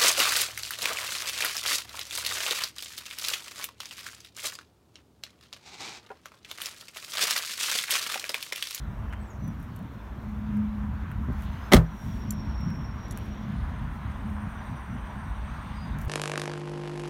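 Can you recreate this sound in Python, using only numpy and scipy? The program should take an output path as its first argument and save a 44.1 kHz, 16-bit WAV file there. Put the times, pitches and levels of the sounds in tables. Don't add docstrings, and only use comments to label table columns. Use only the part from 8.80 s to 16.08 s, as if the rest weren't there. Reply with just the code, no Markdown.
import sys
import numpy as np
from scipy import signal
from scipy.fft import rfft, irfft, next_fast_len
from scipy.io import wavfile
from scipy.ndimage import uniform_filter1d, map_coordinates

SR = 44100
rng = np.random.default_rng(int(sys.argv[2]) if len(sys.argv) > 2 else 0)


def store_wav(level_fs):
    pcm = np.round(np.clip(np.atleast_2d(level_fs), -1, 1) * 32767)
    wavfile.write(sys.argv[1], SR, pcm.T.astype(np.int16))


N = 321092

# freq_hz, density_db
RUMBLE_SPECTRUM = [(12, -47), (20, -15), (34, -4), (54, 3), (66, 3.5), (110, -12), (140, -41), (240, -120)]
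ENGINE_SPECTRUM = [(53, -26), (90, -1.5), (118, -1), (178, -3.5), (210, -5), (221, -6.5), (241, -6.5),
                   (400, -31.5), (520, -50.5), (880, -120)]
DRUMMING_SPECTRUM = [(180, -12), (300, -4), (521, -9.5), (616, -6), (760, -13), (990, -38), (1670, -120)]
TYRE_SPECTRUM = [(410, -19.5), (700, -8), (1010, -1.5), (1220, -5.5), (1540, -6.5), (2800, -21.5),
                 (3640, -34), (6160, -120)]
FAR_HISS_SPECTRUM = [(1290, -12.5), (2200, -5), (2570, -8), (3520, -5.5), (4810, -16.5), (5790, -22.5),
                     (6070, -16.5), (8000, -32.5), (10400, -38), (17600, -120)]
# freq_hz, density_db
FINE_SPECTRUM = [(2940, -32), (5000, -8.5), (5740, 0.5), (6280, -6), (6560, -4.5), (8610, -8.5), (9320, -4),
                 (10200, -9), (14500, -2.5), (16100, -10.5), (16300, -18.5)]
# freq_hz, density_db
TRIM_SPECTRUM = [(300, 0.5), (650, -9), (1300, -10.5), (2800, -21.5), (6000, -23.5), (12500, -31.5),
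                 (16300, -33)]
# freq_hz, t60_s
TRIM_DECAY = [(100, 0.2), (400, 0.21), (1500, 0.19), (4000, 0.12), (9000, .12), (16000, 0.15)]
# time_s, tyre_roar_db, far_hiss_db, road_drumming_db
TRAFFIC_LEVELS = [(0, -50.5, -66, -53), (.45, -49.5, -66.5, -53.5), (1.2, -52.5, -64, -54.5),
                  (1.9, -49, -64.5, -55), (2.45, -48.5, -63.5, -56), (2.65, -49, -57.5, -54),
                  (2.87, -47, -57, -54), (3.2, -48.5, -59.5, -53.5), (3.65, -48.5, -60.5, -52),
                  (4.05, -48, -61.5, -55), (4.35, -48, -59, -50.5), (5, -47, -60, -55.5),
                  (5.7, -45.5, -61.5, -55.5), (6.3, -45, -61, -55), (6.9, -45, -57.5, -57.5),
                  (7.28, -45.5, -57.5, -52.5)]
# time_s, rumble_db, engines_db
HEAVY_LEVELS = [(0, -33.5, -38.5), (.43, -33, -42), (.75, -41.5, -39), (1.2, -39.5, -39.5),
                (1.45, -34, -37.5), (1.85, -32.5, -38), (2.5, -30, -34.5), (2.8, -35, -40.5),
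                (3.3, -32.5, -33.5), (3.8, -32, -36.5), (4.4, -37.5, -37.5), (4.7, -37, -36.5),
                (5, -32.5, -37), (5.4, -32, -37.5), (6.1, -38.5, -38), (6.6, -30, -39.5),
                (6.9, -32.5, -34.5), (7.28, -30.5, -37)]
# time_s, level_db
DRONE_LEVELS = [(0, -45.5), (.3, -40.5), (.8, -55), (1.3, -54), (1.55, -39.5), (1.95, -30.5), (2.25, -46.5),
                (2.55, -41), (3.1, -57), (3.3, -45.5), (3.57, -33), (3.8, -50.5), (4.5, -44), (4.8, -39),
                (5.2, -56), (5.45, -36), (5.72, -43.5), (5.95, -54), (7.28, -48)]
# centre_s, width_s, level_db
BRUSH_SWELLS = [(.82, 0.066, -70), (1.74, .08, -74), (2.62, .08, -65.5), (2.85, 0.72, -69),
                (3.28, 0.24, -64.5), (4.42, .1, -68), (6.48, .06, -72), (5.15, .06, -69), (5.51, .07, -71),
                (7.222, .05, -62)]
# start_s, length_s, first_hz, middle_hz, last_hz, level_db, loudest_share (0-1 of length)
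SQUEALS_HEARD = [(.05, 0.18, 8250, 8500, 8480, -78, .8), (.05, 0.87, 5640, 5610, 5640, -79, .85),
                 (2.7, 0.22, 6190, 6270, 6200, -70, 0.7), (2.802, .11, 5050, 5150, 5220, -64, .8),
                 (3.038, 1.08, 5830, 5650, 5660, -62, 0.8), (3.158, 0.99, 5620, 5530, 5520, -59, 0.87),
                 (4.098, 0.58, 5650, 5650, 5660, -62.5, 0.23), (4.67, .35, 9170, 9100, 9000, -72, .3),
                 (4.95, 2.2, 9000, 8985, 9020, -72, .35), (4.75, 2.43, 8500, 8450, 8440, -75, .4),
                 (6.2, .98, 8540, 8560, 8570, -71, .75), (5.2, 1.97, 9770, 9745, 9760, -77, .35),
                 (5.55, 1.46, 5900, 5860, 5840, -72, 0.25)]
# time_s, pitch_hz, level_db
BIRD_NOTES = [
    [(.29, 2470, -64), (.308, 3050, -58), (.334, 3020, -63), (.343, 2900, -57), (.354, 2350, -64)],
    [(.35, 3130, -63), (.4, 3140, -67)],
    [(.39, 8000, -80), (.412, 8080, -70), (.458, 7960, -72), (.49, 7100, -72), (.51, 6650, -61),
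     (.534, 6260, -75), (.58, 6200, -78)],
    [(.5, 6950, -75), (.57, 6940, -76)],
    [(.59, 5940, -76), (.645, 5970, -63), (.68, 5950, -59), (.7, 5760, -70), (.715, 5650, -72)],
    [(.9, 4550, -74), (.96, 4350, -74), (1.02, 4250, -74)],
    [(1.1, 4230, -76), (1.2, 4120, -76)],
    [(6.93, 4850, -76), (6.97, 4840, -63), (7.03, 4850, -60), (7.15, 4820, -78)],
]
# start_s, level_db, centre_hz, knock_db, t60_s
DRY_TICKS = [(.2967, -52, 13600, 8, .018), (.325, -49, 7000, 26, 0.042), (0.333, -49, 7500, 27.5, .028),
             (.6424, -49, 13400, 8, .015), (0.677, -40, 13900, 6, 0.017), (.7996, -47, 15000, 4, .015),
             (.8265, -46, 13700, 12, .015), (.9603, -42, 11700, 2, 0.028), (0.9896, -46, 12200, 6, 0.016),
             (1.0256, -53, 13800, 6, .015), (1.7699, -48, 9180, 8, 0.017), (2.314, -44.5, 14500, 18, 0.028),
             (2.5272, -49, 13500, 14, 0.016), (2.6209, -41, 11000, 10, 0.017),
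             (2.6344, -42, 14200, 3, 0.014), (3.8062, -45, 12100, 14, 0.012),
             (3.9017, -46, 13000, 15, 0.016), (4.3742, -30, 10000, 8, 0.0068),
             (4.3856, -38, 12500, 10, 0.012), (4.457, -48, 11200, 14, 0.014),
             (7.1865, -38, 8760, 11, 0.0072), (7.1924, -44, 12700, 11, .01), (7.214, -37, 6800, 10, .01),
             (7.2165, -35, 15500, 10, 0.01), (7.2224, -41, 14500, 10, .015), (7.249, -36, 14500, 12, 0.01),
             (7.2544, -42, 14400, 8, .02)]
# start_s, skin_db, cabin_db, cabin_tilt_db_per_octave, contact_s
DOOR_PUSHES = [(2.482, -29.5, -42, 9, 0.0019), (2.498, -27, -41, 4, 0.0018),
               (2.9182, -16, -32, -4, 0.00045), (2.928, -19, -30, -5, 0.00089),
               (2.9334, -1.5, -30, -2.5, 0.0015), (2.9402, -23, -4, -5.5, 0.0044),
               (2.946, -14, -23, -16, 0.0032), (2.966, -28, -14, 4.5, 0.0016),
               (2.9762, -18, -17.5, 7, 0.0024)]
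# freq_hz, level_db, t60_s
SKIN_MODES = [(221, 3.5, 0.054), (250, 2, 0.085), (386, -5, 0.058), (594, -4, 0.064), (780, -7, 0.032),
              (1030, -12, 0.11), (1190, -7.5, 0.16), (1700, -17, 0.087), (1940, -22, 0.052),
              (2720, -19, 0.077), (3150, -12, .05), (4190, -21, .05)]
CABIN_MODES = [(53.5, 3, 0.26), (79.6, -1.5, 0.14), (120, -4.5, 0.22), (162.3, -4.5, 0.29)]
# start_s, level_db, t60_s, tilt_db_per_octave, rise_s
LATCH_CONTACTS = [(2.9178, -17, 0.011, -18, .0015), (2.9223, -10, 0.013, -8, 0.00105),
                  (2.927, -17, 0.015, -12, 0.0014), (2.9337, 0.5, 0.011, -5.5, 0.0011),
                  (2.9433, -10, 0.014, -2, 0.0012), (2.964, -18.5, 0.036, -8, 0.0017)]
# centre_hz, width_hz, level_db
STEEL_RESONANCES = [(754, 105, 12.5), (1287, 68, 11), (2074, 200, 9), (3290, 500, 4), (4030, 270, 8.5),
                    (5560, 650, 2), (8370, 1900, -6), (12100, 1100, 0)]
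# start_s, level_db, tilt_db_per_octave, pitch_ratio
METAL_CLINKS = [(3.5063, -34, 0.5, 0.98), (3.5224, -55.5, 3.5, 0.96), (3.5364, -65, 2, .98),
                (4.2822, -59, -3, 1.001), (4.3095, -45, 1, 0.905), (4.318, -65, 7, 0.97),
                (4.3234, -54, -1, 1.001)]
# freq_hz, level_db, t60_s
METAL_MODES = [(2600, -9, .008), (4600, 1, 0.01), (6220, 1.5, 0.02), (7420, 7, 0.016), (8800, -2, .02),
               (10700, -7, 0.018), (11540, -4, 0.049), (12200, 2, 0.023), (14700, -10, .02),
               (15200, -6, .02)]

DRONE_HZ = 210.4
MICROPHONE_HISS_DB = -71.5
SQUEAL_ENDS_DB = -6
TRIM_OVER_CRACK_DB = 5
DUCK_FROM_DB, DUCK_SHARE, PEAK_FALL_DB_PER_S = -12.5, 0.22, 44
BAND_LIMIT_HZ = 16100


def amp(db):
    return 10 ** (np.asarray(db) / 20)


def unit(x):
    return x / np.sqrt(np.mean(x ** 2) + 1e-20)


def along(points, hz):
    point_hz, values = np.transpose(points)
    return np.interp(np.log(hz + 1), np.log(point_hz + 1), values)


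def curves(rows):
    times, *columns = np.transpose(rows)
    return [np.interp(np.arange(N) / SR, times, column) for column in columns]


def wobble(rate, size=N):
    knots = rng.standard_normal(int(size * rate / SR) + 4)
    return map_coordinates(knots, [np.arange(size) * rate / SR])


def swells(rows, rest_db):
    t = np.arange(N) / SR
    power = amp(2 * rest_db)
    for centre, width, db in rows:
        power = power + amp(2 * db) * np.exp(-(2 * (t - centre) / width) ** 4)
    return 10 * np.log10(power)


def filtered(x, response):
    size = next_fast_len(len(x) + SR // 2)
    spectrum = rfft(x, size) * response(np.fft.rfftfreq(size, 1 / SR))
    return irfft(spectrum, size)[:len(x)]


def add(track, start, sound):
    part = track[round(start * SR):][:len(sound)]
    part += sound[:len(part)]


def rush(spectrum, patchy_db):
    grid = signal.stft(rng.standard_normal(N), nperseg=512)[2]
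    patches = uniform_filter1d(rng.standard_normal(grid.shape), size=6, axis=0)
    patches = uniform_filter1d(patches, size=14, axis=1)
    noise = signal.istft(grid * amp(patchy_db * unit(patches)), nperseg=512)[1][:N]
    return unit(filtered(noise, lambda hz: amp(along(spectrum, hz))))


def line(start, hz, db, steady, width_hz, fade_s=0.0077):
    t = np.arange(len(hz)) / SR
    phase = 2 * np.pi * np.cumsum(hz) / SR
    blur = [unit(filtered(noise, lambda f: 1 / (1 + (2 * f / width_hz) ** 2)))
            for noise in rng.standard_normal((2, len(t)))]
    tone = unit((steady + blur[0]) * np.sin(phase) + blur[1] * np.cos(phase))
    fade = np.clip(np.minimum(t, t[-1] - t) / fade_s, 0, 1)
    out = np.zeros(N)
    add(out, start, fade * amp(db) * tone)
    return out


def ringing(modes, tilt_db=0):
    t = np.arange(SR // 2) / SR
    out = np.zeros(len(t))
    for k, (hz, db, t60) in enumerate(modes):
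        tilted_db = db + tilt_db * np.log2(hz / modes[0][0])
        out += (-1) ** k * amp(tilted_db - 60 * t / t60) * np.sin(2 * np.pi * hz * t)
    return out


def road():
    tyres_db, hiss_db, drumming_db = curves(TRAFFIC_LEVELS)
    rumble_db, engines_db = curves(HEAVY_LEVELS)
    rumble = amp(rumble_db + 1.9 * wobble(8.6)) * rush(RUMBLE_SPECTRUM, patchy_db=0.7)
    engines = amp(engines_db + 0.94 * wobble(6.5)) * rush(ENGINE_SPECTRUM, patchy_db=3.5)
    drumming = amp(drumming_db + 1.4 * wobble(6.7)) * rush(DRUMMING_SPECTRUM, patchy_db=0.7)
    tyres = amp(tyres_db + 0.98 * wobble(4.6)) * rush(TYRE_SPECTRUM, patchy_db=1.1)
    far_hiss = amp(hiss_db + 0.98 * wobble(7)) * rush(FAR_HISS_SPECTRUM, patchy_db=2.0)
    drone = line(0, np.full(N, DRONE_HZ), curves(DRONE_LEVELS)[0], steady=1.04, width_hz=7.2)
    return rumble + engines + drumming + tyres + far_hiss + drone


def microphone_hiss_and_rustles():
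    level_db = swells(BRUSH_SWELLS, MICROPHONE_HISS_DB) + 0.7 * wobble(30)
    return amp(level_db) * rush(FINE_SPECTRUM, patchy_db=0.3)


def squeal(start, length, first_hz, middle_hz, last_hz, db, loudest):
    share = np.linspace(0, 1, round(length * SR))
    hz = np.polyval(np.polyfit([0, 0.5, 1], [first_hz, middle_hz, last_hz], deg=2), share)
    swell_db = np.interp(share, [0, loudest, 1], [SQUEAL_ENDS_DB, 0, SQUEAL_ENDS_DB])
    level_db = db + swell_db + 2.15 * wobble(25, size=len(share))
    return line(start, hz, level_db, steady=0.71, width_hz=85, fade_s=0.039)


def squeals():
    return sum(squeal(*row) for row in SQUEALS_HEARD)


def note(rows):
    start, end = rows[0][0], rows[-1][0]
    span = slice(round(start * SR), round(end * SR))
    hz, db = (curve[span] for curve in curves(rows))
    return line(start, hz, db, steady=2.6, width_hz=110)


def bird():
    notes = sum(note(rows) for rows in BIRD_NOTES)
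    t = np.arange(SR // 2) / SR
    echoes = rng.standard_normal(len(t)) * amp(-60 * t / 0.28)
    haze = signal.fftconvolve(notes, echoes / np.linalg.norm(echoes))[:N]
    return notes + amp(-7) * haze


def ticks():
    def hump(hz, top_hz, octaves):
        return np.exp(-(np.log2((hz + 1) / top_hz) / octaves) ** 2)

    out = np.zeros(N)
    t = np.arange(SR // 10) / SR
    for start, db, centre_hz, knock_db, t60 in DRY_TICKS:
        burst = rng.standard_normal(len(t)) * amp(-60 * t / t60) * (1 - np.exp(-t / 0.0013))
        burst[40] += 1.1 * np.sqrt(0.017 / t60) ** 3
        colour = lambda hz: hump(hz, centre_hz, 1.0) + amp(knock_db) * hump(hz, 1650, 0.7)
        add(out, start, amp(db) * filtered(burst, colour))
    return out


def door_body():
    skin = ringing(SKIN_MODES)
    out = np.zeros(N)
    for start, skin_db, cabin_db, tilt_db, contact in DOOR_PUSHES:
        push = np.hanning(round(contact * SR) + 3)
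        body = amp(skin_db) * skin + amp(cabin_db) * ringing(CABIN_MODES, tilt_db)
        add(out, start, np.convolve(body, push / push.sum()))
    return out


def steel(hz):
    response = hz / (hz + 900)
    for centre, width, db in STEEL_RESONANCES:
        damping = 1j * hz * width
        response = response + amp(db) * damping / (centre ** 2 - hz ** 2 + damping)
    return response


def shaking_trim():
    hz, frame_s, grid = signal.stft(rng.standard_normal(SR // 2), SR, nperseg=128)
    decay_db = 60 * frame_s / along(TRIM_DECAY, hz)[:, None]
    level_db = along(TRIM_SPECTRUM, hz)[:, None] - decay_db
    return signal.istft(grid * amp(level_db), SR, nperseg=128)[1]


def latch():
    out = np.zeros(N)
    t = np.arange(SR // 2) / SR
    for start, db, t60, tilt_db, rise in LATCH_CONTACTS:
        crack = rng.standard_normal(len(t)) * amp(-60 * (t / t60) ** 1.35) * (1 - np.exp(-t / rise))
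        colour = lambda hz: amp(tilt_db * np.log2(np.maximum(hz, 1500) / 3000)) * steel(hz)
        add(out, start, amp(db) * filtered(crack, colour))
        add(out, start, amp(db + TRIM_OVER_CRACK_DB) * shaking_trim())
    return out


def clinks():
    out = np.zeros(N)
    t = np.arange(SR // 2) / SR
    for start, db, tilt_db, ratio in METAL_CLINKS:
        chatter = uniform_filter1d(rng.standard_normal(len(t)), size=30) * np.sqrt(30)
        rattle = amp(3.5 * chatter) * (1 - np.exp(-t / 0.0006))
        modes = [(hz * ratio * rng.normal(1, 0.008), level_db + rng.normal(0, 1.2), t60)
                 for hz, level_db, t60 in METAL_MODES]
        add(out, start, amp(db) * rattle * ringing(modes, tilt_db))
    return out


def scene():
    ambience = road() + microphone_hiss_and_rustles() + squeals() + bird()
    close = ticks() + door_body() + latch() + clinks()
    return (ambience + close)[None]


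def record(dry):
    thin = filtered(dry[0], lambda hz: (1j * hz / (1j * hz + 24)) ** 4)
    fall_db = PEAK_FALL_DB_PER_S * np.arange(N) / SR
    peak_db = 20 * np.log10(np.abs(thin) + 1e-9)
    held_db = np.maximum.accumulate(peak_db + fall_db) - fall_db
    duck_db = DUCK_SHARE * np.maximum(held_db - DUCK_FROM_DB, 0)
    eased_db = signal.lfilter([0.001], [1, -0.999], duck_db)
    ducked = thin * amp(-eased_db)
    soft = ducked / (1 + np.abs(ducked / 0.95) ** 6) ** (1 / 6)
    return filtered(soft, lambda hz: np.clip((BAND_LIMIT_HZ - hz) / 200, 0, 1) ** 2)[None]


dry = scene()
out = record(dry)
store_wav(out)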